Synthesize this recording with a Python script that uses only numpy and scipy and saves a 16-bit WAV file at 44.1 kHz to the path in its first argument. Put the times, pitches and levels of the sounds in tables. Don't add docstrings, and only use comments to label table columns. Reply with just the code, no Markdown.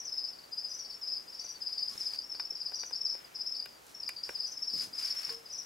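import sys
import numpy as np
from scipy import signal
from scipy.fft import rfft, irfft, next_fast_len
from scipy.io import wavfile

SR = 44100
rng = np.random.default_rng(int(sys.argv[2]) if len(sys.argv) > 2 else 0)


def inscribe(sig):
    pcm = np.round(np.clip(np.atleast_2d(sig).T, -1, 1) * 32767)
    wavfile.write(sys.argv[1], SR, pcm.astype(np.int16))


N = 249165
TIME = np.arange(N) / SR

# [first squeak t/s, count, first gap/s, gap growth per squeak/s, base f/Hz,
# f step per squeak/Hz, crest level/dB, crest position/squeaks from the first, length scale/s, fall scale/Hz]
RUNS = [(0.004,2,0.052,0,5820,48,-32,0.5,0.016,850), (0.084,4,0.047,0.0065,5190,-41,-28,2.1,0.029,614),
        (0.241,2,0.049,0,5230,118,-36.5,1,0.026,199), (0.335,3,0.054,-0.0022,4750,-29,-40.5,0.2,0.01,500),
        (0.533,4,0.052,0.011,4933,27.5,-32,1.56,0.033,60), (0.595,1,0,0,5370,0,-37.5,0.5,0.03,60),
        (0.703,3,0.048,-0.0015,5830,-24,-35,1.7,0.032,800),
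        (0.796,3,0.054,0.0075,4682,34,-36.5,2,0.011,230),
        (0.816,4,0.044,0.00017,5295,38,-39.5,2.3,0.031,60),
        (1.032,4,0.052,-0.007,5145,-16.5,-29,1.5,0.035,646), (1.285,5,0.05,0.012,4880,-68,-40,2,0.032,151),
        (1.302,3,0.049,-0.003,5360,14,-37.5,2,0.022,60), (1.406,3,0.045,0.0019,5840,-8,-34,1.8,0.025,574),
        (1.622,3,0.048,0.011,5014,-59.5,-31.5,1,0.032,504), (1.68,4,0.055,0.0046,5356,-43.5,-34,2,0.02,60),
        (1.785,3,0.046,0.0066,4824,81,-26.5,0.34,0.02,60), (1.897,2,0.083,0,5270,34,-31.5,0.3,0.009,60),
        (2.012,2,0.054,0,5170,-10,-28,0.96,0.029,730), (2.138,2,0.052,0,4860,34,-28.5,0.64,0.014,430),
        (2.247,3,0.054,0.0076,5360,29,-39,0.9,0.023,60), (2.322,3,0.084,-0.035,5278,27,-31,0.5,0.02,60),
        (2.353,2,0.047,0,4840,25,-33,1,0.013,370), (2.508,5,0.047,0.0038,5350,43,-30,-0.1,0.013,60),
        (2.565,3,0.051,-0.00094,4898,40.5,-32.5,2.1,0.035,500),
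        (2.745,2,0.055,0,4848,-37.5,-33,0.93,0.035,60), (2.759,3,0.045,0.018,5660,140,-32.5,0.5,0.026,870),
        (2.934,1,0.01,0,4944,0,-31.5,0,0.026,620), (2.961,3,0.055,-0.016,5344,-2,-29,0.7,0.019,60),
        (3.061,3,0.041,-0.015,5150,62,-27,0.3,0.028,757), (3.148,2,0.1,0,5220,-260,-45.5,1.5,0.012,60),
        (3.357,5,0.061,-0.005,5363,-27.5,-30,2.5,0.021,62), (3.361,3,0.044,0.017,5000,8,-33.5,1.6,0.036,60),
        (3.552,2,0.05,0,4820,77,-30.5,1,0.021,60), (3.631,3,0.06,-0.014,5010,-130,-45,0,0.021,250),
        (3.951,3,0.053,0.0086,5420,-22,-35.5,1.14,0.014,60), (4.034,2,0.047,0,4930,5,-32,1,0.019,530),
        (4.169,2,0.069,0,4790,47,-30.5,1,0.013,300), (4.251,2,0.055,0,5380,68,-41.5,0.2,0.04,60),
        (4.357,3,0.047,-0.0023,4960,34,-30,1.35,0.033,656), (4.477,2,0.045,0,5850,168,-37,0.3,0.022,850),
        (4.529,4,0.05,0.00094,5203,48.5,-30,2.5,0.026,171),
        (4.642,4,0.061,-0.0087,4750,31,-30,2.5,0.022,60.6),
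        (4.695,3,0.047,0.0093,5190,-30,-28,1.4,0.033,430),
        (4.939,4,0.047,0.0018,4900,-33,-29,2.2,0.021,100),
        (4.955,5,0.046,0.0055,5220,46,-29,2.5,0.028,169.7),
        (5.126,5,0.066,-0.0068,5277,14,-30.5,2,0.02,120), (5.234,2,0.061,0,4740,100,-32.5,1,0.009,475),
        (5.462,3,0.047,-0.0034,4965,178.5,-36.5,2.5,0.034,846),
        (5.534,2,0.057,0,5775,-20,-32.5,1,0.027,800)]
RUN_FADE_DB, RUN_FADE_POWER = 3.0, 1.21
STRAY_DB, STRAY_SPREAD_DB, STRAY_HZ, STRAY_SPREAD_HZ = -13.5, 0.5, 5080, 257
STRAY_LENGTH_S, STRAY_FALL_HZ = 0.01, 296
# [f/Hz, level at resonance/dB, t60/s]
ECHO_MODES = [(4740, -3, 0.072), (4720, -10.5, 0.041), (5130, -30, 0.28), (5520, -12, 0.22),
              (5630, 1, 0.092), (5690, -16, 0.23), (6100, -5, 0.22)]
# [f/Hz, width/Hz, level at centre/dB]
CANCELLED = [(5605, 95, -3.5), (5920, 116, -8)]
# [start t/s, end t/s, rustle level/dB, rasp level/dB, swell start to end/dB]
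STROKES = [(1.92, 2.01, -53.5, -59.5, 0.5), (2.03, 2.107, -55, -65, -6), (2.141, 2.138, -52, -53, 0),
           (3.175, 3.34, -80, -61, -3.5), (3.87, 3.9, -61, -69, 5), (4.263, 4.37, -59.5, -62, -2),
           (4.779, 4.829, -48, -54.5, 6.5), (4.996, 5.105, -51, -51.5, 0),
           (5.155, 5.325, -53.5, -51.5, -0.5)]
STROKE_ATTACK_S, STROKE_RELEASE_S = 0.036, 0.036
# [t/s, rustle level/dB]
CREEP = [(0, -69), (1.8, -64), (2.4, -68), (3.7, -68.5), (4.3, -65), (5.65, -64.5)]
CREEP_RASP_DB = -1.5
# [start t/s, end t/s, rumble level/dB, swell start to end/dB]
SHOVES = [(1.80, 2.0, -67.5, 6), (4.735, 4.788, -53, -7), (4.832, 4.953, -62, -6),
          (5.284, 5.359, -61.5, -8)]
SHOVE_ATTACK_S, SHOVE_RELEASE_S = 0.008, 0.087
# [f/Hz, level per Hz/dB]
RUSTLE = [(1500, -27), (3000, -8), (4200, 3), (6000, 2.5), (8000, -3.5), (10500, -3), (13000, -10.5),
          (16000, -28)]
RASP = [(300, -20), (700, -10), (1200, -2.5), (2200, -1.5), (3200, -5.5), (5000, -18)]
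RUMBLE = [(50, -21), (100, -1), (190, 2.5), (300, 2), (450, 1), (900, -20)]
# [t/s, thud level/dB, clack level/dB, snap level/dB, favoured f/Hz]
KNOCKS = [(1.444, -52, -52.5, -70, 200), (1.953, -46.5, -52, -68, 277), (2.3478, -51, -47.5, -64, 220),
          (2.3974, -56, -39.5, -55, 1100), (2.520, -50.5, -73, -72, 394), (2.7188, -50, -47.5, -63, 750),
          (2.834, -47.5, -43, -69, 1400), (2.909, -51.5, -47.5, -62, 610), (3.150, -50, -48.5, -64, 450),
          (3.6582, -51, -45.5, -49, 2600), (3.867, -64, -73, -59, 3000), (4.091, -54, -39, -40, 2430),
          (4.2915, -37.5, -38.5, -49, 1580), (4.306, -49, -55, -60, 440), (4.479, -81, -71, -57, 3000),
          (5.291, -58, -44.5, -65, 1230)]
# [f/Hz, relative level/dB, t60/s]
FLOOR_MODES = [(178, 2, 0.017), (257, 0.5, 0.027), (382, 7, 0.012), (510, 8, 0.015), (680, -1, 0.01)]
# [f/Hz, relative level/dB, t60/s]
WALL_MODES = [(740, -2, 0.016), (1008, 2.5, 0.013), (1417, -1.5, 0.021), (1690, 2.5, 0.0081),
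              (2390, 5, 0.0085), (2906, -1.5, 0.017), (3710, -1, 0.017)]
# [t/s, f/Hz, level at onset before the soft rise/dB, t60/s]
RING = [(1.895, 223.3, -62, 0.39), (1.905, 1110, -55.5, 0.24), (5.302, 460, -45.5, 0.4),
        (5.303, 1084, -54.5, 0.21)]
# [f/Hz, level/dB]
WALLS = [(100, -12), (500, 5), (2000, 6.5), (5000, 0.5), (10000, -0.5), (16000, -48)]
ROOM_T60_S = 0.23
# [f/Hz, correlation]
LIKENESS = [(30, .95), (70, 0.72), (140, 0.67), (270, 0.13), (520, -0.36), (1000, -0.35), (2000, -0.1),
            (4500, 0.78), (8000, 0.83), (13000, 1)]
# [f/Hz, level per Hz/dB]
AIR = [(25, -41), (45, -7), (90, -7.5), (150, -2), (300, 1), (500, 4), (1000, 2), (2000, -3.5), (3500, -9),
       (7000, -10.5), (10000, -16), (13000, -14.5), (16000, -18.5)]
AIR_DB = -57.5
HUM_HZ, HUM_DB = 58.6, -81
CUTOFF_HZ = 15800


def squeaks(level_db=1.0, octave_db=-33.0, core=0.46, flick_hz=373.0, drop_hz=448.0,
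            lowest_hz=4556.0, full_db=-31.5, waver_hz=50.2, rasp_hz=60.0,
            octave_follows=0.45, octave_db_per_khz=3.0):
    whistle, overtone = np.zeros((2, N))
    unsteady_hz = waver_hz * wobble(0.0006) + rasp_hz * wobble(0.00012)
    for s, hz, peak_db, length, fall in [*squeak_runs(), *strays()]:
        first = max(int((s - 0.7 * length) * SR), 0)
        last = min(int((s + 1.1 * length) * SR), N)
        at = np.arange(first, last)
        u = 2 * (at / SR - s) / length

        effort = min(from_db((peak_db - full_db) / 2), 1)
        limit_hz = np.where(u < 0, flick_hz, -min(drop_hz, hz - lowest_hz))
        reach_hz = effort * limit_hz / (1 + 10 * fall / hz)
        bend = np.abs(u) ** 3 / (1 + np.abs(u) ** 3)
        pitch = hz - fall * np.tanh(u) / 2 + reach_hz * bend + unsteady_hz[at]
        phase = 2 * np.pi * np.cumsum(pitch) / SR

        swell = signal.windows.tukey(len(at), 0.25) / (1 + (u / core) ** 2)
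        whistle[at] += from_db(peak_db + level_db) * swell * np.sin(phase)
        overtone_db = full_db + octave_db + octave_follows * (peak_db - full_db)
        overtone_db += octave_db_per_khz * (hz - lowest_hz) / 1000
        overtone[at] += from_db(overtone_db) * swell ** 2 * np.sin(2 * phase)
    return whistle, overtone


def squeak_runs():
    for start, count, gap, gap_growth, hz, step_hz, peak_db, crest, length, fall in RUNS:
        for k in range(int(round(count))):
            time = start + gap * k + gap_growth * k * (k - 1) / 2
            loss_db = RUN_FADE_DB * abs(k - crest) ** RUN_FADE_POWER
            yield time, hz + step_hz * k, peak_db - loss_db, length, fall


def strays():
    for s, _, peak_db, _, _ in squeak_runs():
        late_s = rng.uniform(0.012, 0.04)
        off_pitch, off_level = rng.standard_normal(2)
        hz = STRAY_HZ + STRAY_SPREAD_HZ * off_pitch
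        level_db = peak_db + STRAY_DB + STRAY_SPREAD_DB * off_level
        yield s + late_s, hz, level_db, STRAY_LENGTH_S, STRAY_FALL_HZ


def wall_echo(x, delay_s, echo_db):
    return x + from_db(echo_db) * np.interp(TIME - delay_s, TIME, x, left=0)


def resonate(x):
    out = x.copy()
    for hz, db, t60 in ECHO_MODES:
        to_unit_peak = 2 * np.log(1000) / (t60 * SR)
        out += from_db(db) * to_unit_peak * ring(x, hz, t60)
    return out


def cancel(x):
    for hz, width_hz, depth_db in CANCELLED:
        band = signal.lfilter(*signal.iirpeak(hz, hz / width_hz, fs=SR), x)
        x = x - (1 - from_db(depth_db)) * band
    return x


def sliding(clump_db=1.5, floor_width=0.23):
    rustle_gain = from_db(in_time(CREEP))
    rasp_gain = from_db(CREEP_RASP_DB) * rustle_gain
    for start, end, rustle_db, rasp_db, swell_db in STROKES:
        stroke = movement(start, end, swell_db, STROKE_ATTACK_S, STROKE_RELEASE_S)
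        rustle_gain = np.hypot(rustle_gain, from_db(rustle_db) * stroke)
        rasp_gain = np.hypot(rasp_gain, from_db(rasp_db) * stroke)
    drag_gain = np.zeros(N)
    for start, end, db, swell_db in SHOVES:
        drag_gain += from_db(db) * movement(start, end, swell_db, SHOVE_ATTACK_S, SHOVE_RELEASE_S)

    clumps = from_db(clump_db * wobble(0.0012))
    rustle = rustle_gain * clumps * rms_one(spread(grains(per_s=2000, spread_db=1.0), RUSTLE))
    rasp = rasp_gain * rms_one(spread(grains(per_s=1500, spread_db=0.0), RASP))
    rumble = drag_gain * rms_one(spread(grains(per_s=500, spread_db=3.0), RUMBLE))
    middle = rumble.mean(axis=0)
    return pan(rustle + rasp, left_db=0.5) + middle + floor_width * (rumble - middle)


def movement(start, end, swell_db, attack_s, release_s):
    held = np.interp(TIME, [start, end], [-0.5, 0.5])
    outside = np.maximum(start - TIME, 0) / attack_s + np.maximum(TIME - end, 0) / release_s
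    return from_db(swell_db * held - 10 * outside)


def grains(per_s, spread_db):
    sizes = from_db(spread_db * np.minimum(rng.exponential(1, (2, N)), 4))
    signs = rng.choice([-1, 1], (2, N))
    return sizes * signs * (rng.random((2, N)) < per_s / SR)


def knocks(thud_db=-1.0, clack_db=0.0, snap_db=19.0, snap_t60=0.0033, snap_hz=3500, snap_top_hz=11000):
    times, thud, clack, snap, _ = np.transpose(KNOCKS)
    burst = np.zeros(N)
    for s, db in zip(times, snap):
        burst += from_db(db - 60 * np.abs(TIME - s) / snap_t60) * (TIME >= s)
    band = signal.butter(1, [snap_hz, snap_top_hz], "band", fs=SR, output="sos")
    crack = signal.sosfilt(band, burst * rng.standard_normal(N))
    modes = strike(FLOOR_MODES, thud + thud_db) + strike(WALL_MODES, clack + clack_db)
    return modes + from_db(snap_db) * crack


def strike(modes, levels_db, focus_db=4.5, uneven_db=1.2):
    times, favoured_hz = np.array(KNOCKS)[:, 0], np.array(KNOCKS)[:, -1]
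    octaves_off = np.abs(np.log2(np.array(modes)[:, 0] / favoured_hz[:, None]))
    extra_octaves = octaves_off - octaves_off.min(axis=1, keepdims=True)
    colour_db = -focus_db * extra_octaves + uneven_db * rng.standard_normal(octaves_off.shape)
    out = np.zeros(N)
    for k, (hz, mode_db, t60) in enumerate(modes):
        clicks = np.zeros(N)
        clicks[(times * SR).astype(int)] = from_db(levels_db + mode_db + colour_db[:, k])
        out += (-1) ** k * ring(clicks, hz, t60)
    return out


def ring(clicks, hz, t60):
    r, w = from_db(-60 / (t60 * SR)), 2 * np.pi * hz / SR
    return signal.lfilter([0, np.sin(w)], [1, -2 * r * np.cos(w), r * r], clicks + 1e-18)


def ringing_bump(rise_s=0.0057):
    out = np.zeros(N)
    for s, hz, onset_db, t60 in RING:
        age = np.maximum(TIME - s, 0)
        envelope = from_db(onset_db - 60 * age / t60) * (1 - np.exp(-age / rise_s))
        out += envelope * np.sin(2 * np.pi * hz * age)
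    return out


def room(x, near_db, near_t60, far_db):
    t = np.arange(SR // 2) / SR
    noise = rng.standard_normal((2, 2, len(t)))
    near = from_db(-60 * t / near_t60) * (t > 0.002)
    far = from_db(-60 * t / ROOM_T60_S) * (t > 0.009)
    response = from_db(near_db) * noise[0] * near / np.linalg.norm(near)
    response += from_db(far_db) * noise[1] * far / np.linalg.norm(far)
    both = np.atleast_2d(x) * np.ones((2, 1))
    return x + signal.fftconvolve(both, spread(response, WALLS), axes=1)[:, :N]


def air():
    hiss = from_db(AIR_DB) * rms_one(spread(rng.standard_normal((2, N)), AIR))
    return hiss + from_db(HUM_DB) * np.sqrt(2) * np.sin(2 * np.pi * HUM_HZ * TIME)


def spread(pair, spectrum):
    count = pair.shape[1]
    size = next_fast_len(count)
    hz = np.fft.rfftfreq(size, 1 / SR)
    mid, side = rfft(pair, size) * from_db(at_hz(spectrum, hz))
    alike = np.clip(at_hz(LIKENESS, hz), -0.99, 0.99)
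    left_right = np.sqrt((1 + alike) / 2) * mid + np.sqrt((1 - alike) / 2) * side * [[1], [-1]]
    return irfft(left_right, size)[:, :count]


def pan(x, left_db):
    return x * from_db([[left_db / 2], [-left_db / 2]])


def wobble(smooth_s):
    r = np.exp(-1 / (smooth_s * SR))
    return rms_one(signal.sosfilt([[1 - r, 0, 0, 1, -r, 0]] * 4, rng.standard_normal(N)))


def from_db(db):
    return 10 ** (np.asarray(db) / 20)


def rms_one(x):
    return x / np.sqrt(np.mean(x ** 2) + 1e-20)


def in_time(rows):
    return np.interp(TIME, *np.transpose(rows))


def at_hz(points, hz):
    knots, values = np.transpose(points)
    return np.interp(np.log(hz + 1), np.log(knots), values)


def scene():
    whistle, overtone = squeaks()
    whistle = wall_echo(whistle, delay_s=0.014, echo_db=-16.0)
    whistle = cancel(resonate(whistle))
    whistle = room(whistle, near_db=-5.0, near_t60=0.027, far_db=-4.0)
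    overtone = room(from_db(-3.5) * overtone, near_db=4.5, near_t60=0.13, far_db=5.0)
    tub = room(knocks(), near_db=-6.5, near_t60=0.021, far_db=-15.0)
    close_by = pan(tub + ringing_bump() + overtone, left_db=0.5)
    return pan(whistle, left_db=4.0) + close_by + sliding() + air()


def record(dry):
    return signal.sosfilt(signal.ellip(12, 0.1, 80, CUTOFF_HZ, fs=SR, output="sos"), dry)


dry = scene()
out = record(dry)
inscribe(out)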